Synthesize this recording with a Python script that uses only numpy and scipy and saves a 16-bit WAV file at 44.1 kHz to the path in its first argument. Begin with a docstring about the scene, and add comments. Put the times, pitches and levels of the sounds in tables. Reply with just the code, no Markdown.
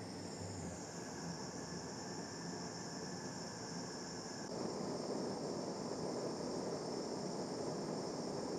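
"""A gas blowtorch burns close by, in two stretches joined abruptly by a brief dip in level.
On a molten sweet the flame roars lightly, throbs and hums; the jet sounds a note in the hollow it melts,
bubbles fizz, and echoes sweep the hiss as the nozzle swings in. Then the flame spreads over a whole
round sweet and roars deeper. Throughout, the gas jet hisses in the resonances of the burner."""
import sys
import numpy as np
from scipy.fft import rfft, irfft
from scipy.io import wavfile
from scipy.ndimage import map_coordinates

SR = 44100
rng = np.random.default_rng(int(sys.argv[2]) if len(sys.argv) > 2 else 0)


def materialize(psi):
    """Save the field psi as 16-bit PCM at rate SR to the path in sys.argv[1].

    A 1-D psi becomes a single channel; in a 2-D psi each row is a channel.
    """
    bounded = np.clip(np.atleast_2d(psi).T, -1, 1)
    quanta = np.round(bounded * 32767).astype(np.int16)
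    wavfile.write(sys.argv[1], SR, quanta)


N = 378378
TIME = np.arange(N) / SR
FREQ = np.arange(N // 2 + 1) * SR / N
SWITCH_S = 4.486  # molten sweet to whole sweet


def flame_on_molten(jet):
    """Light roar on the melt; the slanting jet splashes, then rushes over it as the nozzle settles."""
    # combustion noise: (frequency [Hz], level [dB])
    spectrum = [(20, -23), (50, -21), (75, -15), (110, 0.5), (160, 0), (260, -0.5), (440, -6.5), (570, -4),
                (850, -8.5), (1200, -17), (1900, -22), (2400, -25), (3100, -34), (4000, -48), (8000, -74)]
    # worktop and wall echoes: (delay [s], gain)
    echoes = [(.001667, -.17), (.003061, -.13), (.004427, .11), (.011485, .15)]
    settled = .5 + .5 * np.tanh((TIME - .7) / .32)  # nozzle travel, 0-1, midway at 0.7 s
    flame = from_db(-49) * roar(spectrum, flutter_db=.54, flutter_hz=75, room_share=1) + throb()
    rush = from_db(blend(-79, -59.5, settled)) * narrow_noise(920, width_hz=360)
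    splash = from_db(-69) * (1 - settled) * narrow_noise(1950, width_hz=250)
    notes = rim_whistle(settled) + hollow_note(settled)
    gas = from_db(-56.5 + .44 * TIME) * swept_hiss(jet, settled) + from_db(-69.5) * stream()
    return with_echoes(flame + rush + splash, echoes) + notes + gas + sizzle(per_s=9000) + hum()


def flame_on_whole(jet):
    """The flame catches on the round sweet, flares, flaps in low gusts and rings above the worktop."""
    # combustion noise: (frequency [Hz], level [dB])
    spectrum = [(20, -32), (50, -39), (90, -12), (150, -3), (330, 0), (560, -3.5), (740, -7), (1000, -11),
                (1400, -22), (1750, -22.5), (2300, -29.5), (3100, -41), (4000, -55), (8000, -58)]
    # air resonances above the worktop: (frequency [Hz], width [Hz], level re roar [dB])
    rings = [(252.4, 7.8, -17.5), (405.5, 11, -15)]
    # worktop and wall echoes: (delay [s], gain)
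    flame_echoes = [(.002687, -.15), (.004881, .1), (.011967, .11)]
    # echo of the hiss: (delay [s], gain)
    gas_echoes = [(.008107, .15)]
    catch_s, relax_s = .058, .22
    age_s = np.maximum(TIME - SWITCH_S, 0)
    roar_db = -43.2 + 3.5 * (np.exp(-age_s / relax_s) - 2 * np.exp(-age_s / catch_s))
    flame = from_db(roar_db) * roar(spectrum, flutter_db=1.07, flutter_hz=65, room_share=.72)
    gusts = from_db(roar_db - 31 + 4.9 * drift(10)) * narrow_noise(80, width_hz=50)
    ringing = sum(from_db(roar_db + db) * narrow_noise(hz, width_hz) for hz, width_hz, db in rings)
    gas = from_db(-55.5) * jet + from_db(-64) * stream()
    return with_echoes(flame, flame_echoes) + gusts + ringing + with_echoes(gas, gas_echoes)


def roar(spectrum, flutter_db, flutter_hz, room_share):
    """Combustion noise coloured by the room; eddies make the whole flame flutter."""
    # room and worktop resonances: (frequency [Hz], width [Hz], lift at full share [dB])
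    modes = [(192, 7.8, 2.5), (248.7, 4.7, 5), (288, 6.7, 4.5), (358, 19, 6), (398, 6.5, 7),
             (441.7, 12.4, 7.5), (479.4, 7.2, 6.5), (614.5, 4.3, 6), (693, 5.2, 5.5)]
    room_db = sum(db * bell(hz, width_hz) for hz, width_hz, db in modes)
    combustion = noise(colour(spectrum) * from_db(room_share * room_db))
    return combustion * from_db(flutter_db * drift(flutter_hz))


def throb():
    """The flame swells in a low room resonance."""
    # swells: (time [s], peak level [dB])
    peaks = [(.09, -55), (.63, -46), (1.3, -52), (2.5, -53.5), (3.15, -55), (3.8, -51)]
    swells = sum(from_db(db) * held(s, s, attack_s=.061, release_s=.061) for s, db in peaks)
    return np.hypot(from_db(-62), swells) * narrow_noise(172, width_hz=6.9)


def hum():
    """At times the flame oscillates as an unsteady, almost pure tone that weakens if its pitch sags."""
    # oscillations: (start [s], end [s], pitch [Hz], sag [Hz/s], level before sag [dB])
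    spells = [(0, .24, 101, 10, -58), (0.427, 0.713, 99, 38, -49.5), (1.15, 1.85, 82, 0, -66.5),
              (2.25, 2.65, 86, -1, -68), (3.0, 4.2, 64, 0, -75)]
    fade_db_per_hz = .4
    wobble = 1 + .025 * drift(14)
    out = 0
    for start_s, end_s, hz, sag_hz_per_s, db in spells:
        sag_hz = sag_hz_per_s * np.clip(TIME - start_s, 0, 1)
        tone = rms_one(np.sin(2 * np.pi * np.cumsum((hz - sag_hz) * wobble) / SR))
        envelope = held(start_s, end_s, attack_s=.027, release_s=.056)
        out += from_db(db - fade_db_per_hz * sag_hz) * envelope * tone
    return out * from_db(1.3 * drift(14))


def jet_hiss(waver_db, waver_hz, slow_weight):
    """The gas jet rings the burner tube; each resonance wavers on its own. RMS 1."""
    # burner resonances: (frequency [Hz], width [Hz], level [dB])
    modes = [(5280, 150, 0), (5480, 400, -1), (6300, 1000, -11), (7150, 300, -6), (8610, 380, -12),
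             (12690, 260, -31.5), (14830, 400, -38)]
    # broad jet noise: (frequency [Hz], level [dB])
    spectrum = [(1000, -36), (3000, -26.5), (4200, -23.5), (7000, -12.5), (9200, -37), (10500, -34),
                (12000, -47), (15000, -48)]
    bands = [from_db(db) * bell(hz, width_hz) for hz, width_hz, db in modes] + [colour(spectrum)]
    out = 0
    for gain in bands:
        waver = noise(bell(0, waver_hz) + slow_weight * bell(0, 4.4))
        band_rms = np.sqrt(np.mean(gain ** 2))
        out += band_rms * noise(gain) * from_db(waver_db * waver)
    return rms_one(out)


def swept_hiss(jet, settled):
    """The hiss interferes with its surface and rim echoes; the dips slide down as the detour grows."""
    # reflection off the uneven melt: (frequency [Hz], gain [dB])
    reflectance = [(2000, -3), (3700, -1), (4400, 0), (7000, 0), (8600, -4), (10000, -14), (14000, -24)]
    reflected = irfft(rfft(jet) * colour(reflectance), N)
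    cancelled_hz = blend(6500, 4265, settled)
    detour_s = 1 / cancelled_hz
    facing = np.sin(np.pi * settled)  # the melt faces the listener in mid-move
    surface = (blend(.34, .52, settled) + .14 * facing) * delayed(reflected, detour_s)
    rim = .26 * facing * delayed(reflected, 3 * detour_s)
    return jet - surface - rim


def hollow_note(settled):
    """The jet sounds the hollow that it melts, louder as the nozzle settles."""
    # note of the hollow: (time [s], pitch [Hz])
    pitches = [(0, 1880), (.8, 1662), (2.2, 1758), (4.48, 1678)]
    # its resonances: (ratio to the note, width [Hz], relative level [dB])
    modes = [(1, 45, -3), (.93, 115, -3)]
    note_hz = np.interp(TIME, *np.transpose(pitches))
    level_db = blend(-72, -61.5, settled)
    return sum(from_db(level_db + db) * narrow_noise(note_hz * ratio, width_hz)
               for ratio, width_hz, db in modes)


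def rim_whistle(settled):
    """Swinging in, the jet grazes the rim of the sweet with an airy, falling whistle."""
    grazing = held(start_s=.31, end_s=.88, attack_s=.12, release_s=.2)
    return from_db(-59.5) * grazing * narrow_noise(blend(7250, 6480, settled), width_hz=490)


def stream():
    """Gas streaming round the sweet adds a lower hiss. RMS 1."""
    return noise(bell(4934, width_hz=520))


def sizzle(per_s):
    """Tiny bubbles burst in the melt and merge into a fizz that surges and dies down."""
    # bubble fizz: (frequency [Hz], level [dB])
    spectrum = [(1500, -7), (2700, 1.5), (4000, -13), (8000, -3), (10000, -7.5), (11300, -8), (12500, -16),
                (15000, -16)]
    fall_db_per_s, surge_db = 1.6, 1.5
    bursts = (rng.random(N) < per_s / SR) * rng.standard_normal(N)
    level_db = -72.5 - fall_db_per_s * TIME + surge_db * drift(3)
    return from_db(level_db) * rms_one(irfft(rfft(bursts) * colour(spectrum), N))


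def with_echoes(x, echoes):
    """Echoes off nearby surfaces ripple the spectrum."""
    return x + sum(gain * delayed(x, delay_s) for delay_s, gain in echoes)


def delayed(x, delay_s):
    """Fixed or moving delay."""
    return map_coordinates(x, [(TIME - delay_s) * SR], order=3)


def narrow_noise(centre_hz, width_hz):
    """Turbulence in a resonance whose centre may move. RMS 1."""
    phase = 2 * np.pi * np.cumsum(centre_hz * np.ones(N)) / SR
    return rms_one(drift(width_hz) * np.cos(phase) + drift(width_hz) * np.sin(phase))


def noise(gain):
    """Noise shaped by a gain per frequency. RMS 1."""
    return rms_one(irfft(rfft(rng.standard_normal(N)) * gain, N))


def drift(rate_hz):
    """Low-passed random wander. RMS 1."""
    return noise(bell(0, rate_hz))


def bell(hz, width_hz):
    """Resonance gain: 1 at the centre, 1/3 at one width to either side."""
    return 1 / (1 + 2 * ((FREQ - hz) / width_hz) ** 2)


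def colour(points):
    """Gain per frequency from (frequency [Hz], level [dB]) points."""
    hz, db = np.transpose(points)
    return from_db(np.interp(np.log(np.maximum(FREQ, 1)), np.log(hz), db))


def held(start_s, end_s, attack_s, release_s):
    """Envelope: 1 from start to end, Gaussian flanks outside."""
    early_s, late_s = np.maximum(start_s - TIME, 0), np.maximum(TIME - end_s, 0)
    return np.exp(-(early_s / attack_s) ** 2 - (late_s / release_s) ** 2)


def blend(before, after, share):
    """Linear move as share goes from 0 to 1."""
    return np.interp(share, [0, 1], [before, after])


def from_db(db):
    """Decibels to gain."""
    return 10 ** (np.asarray(db) / 20)


def rms_one(x):
    """Scale to RMS 1."""
    return x / np.sqrt(np.mean(x ** 2) + 1e-20)


def scene():
    """Torch on the molten sweet, a brief dip, then torch on the whole sweet."""
    jet = jet_hiss(waver_db=1.27, waver_hz=31, slow_weight=.81)
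    dip_half_s = .007
    dip = np.clip(np.abs(TIME - SWITCH_S) / dip_half_s, .25, 1) ** 1.4
    torch = np.where(TIME < SWITCH_S, flame_on_molten(jet), flame_on_whole(jet))
    return (dip * torch)[None]


def record(dry):
    """Narrow treble notch and steep low-pass."""
    notch_hz, cutoff_hz = 7800, 15300
    notch = 1 - .96 * bell(notch_hz, width_hz=165)
    low_pass = 1 / np.sqrt(1 + (FREQ / cutoff_hz) ** 300)
    return irfft(rfft(dry) * notch * low_pass, N)


dry = scene()
out = record(dry)
materialize(out)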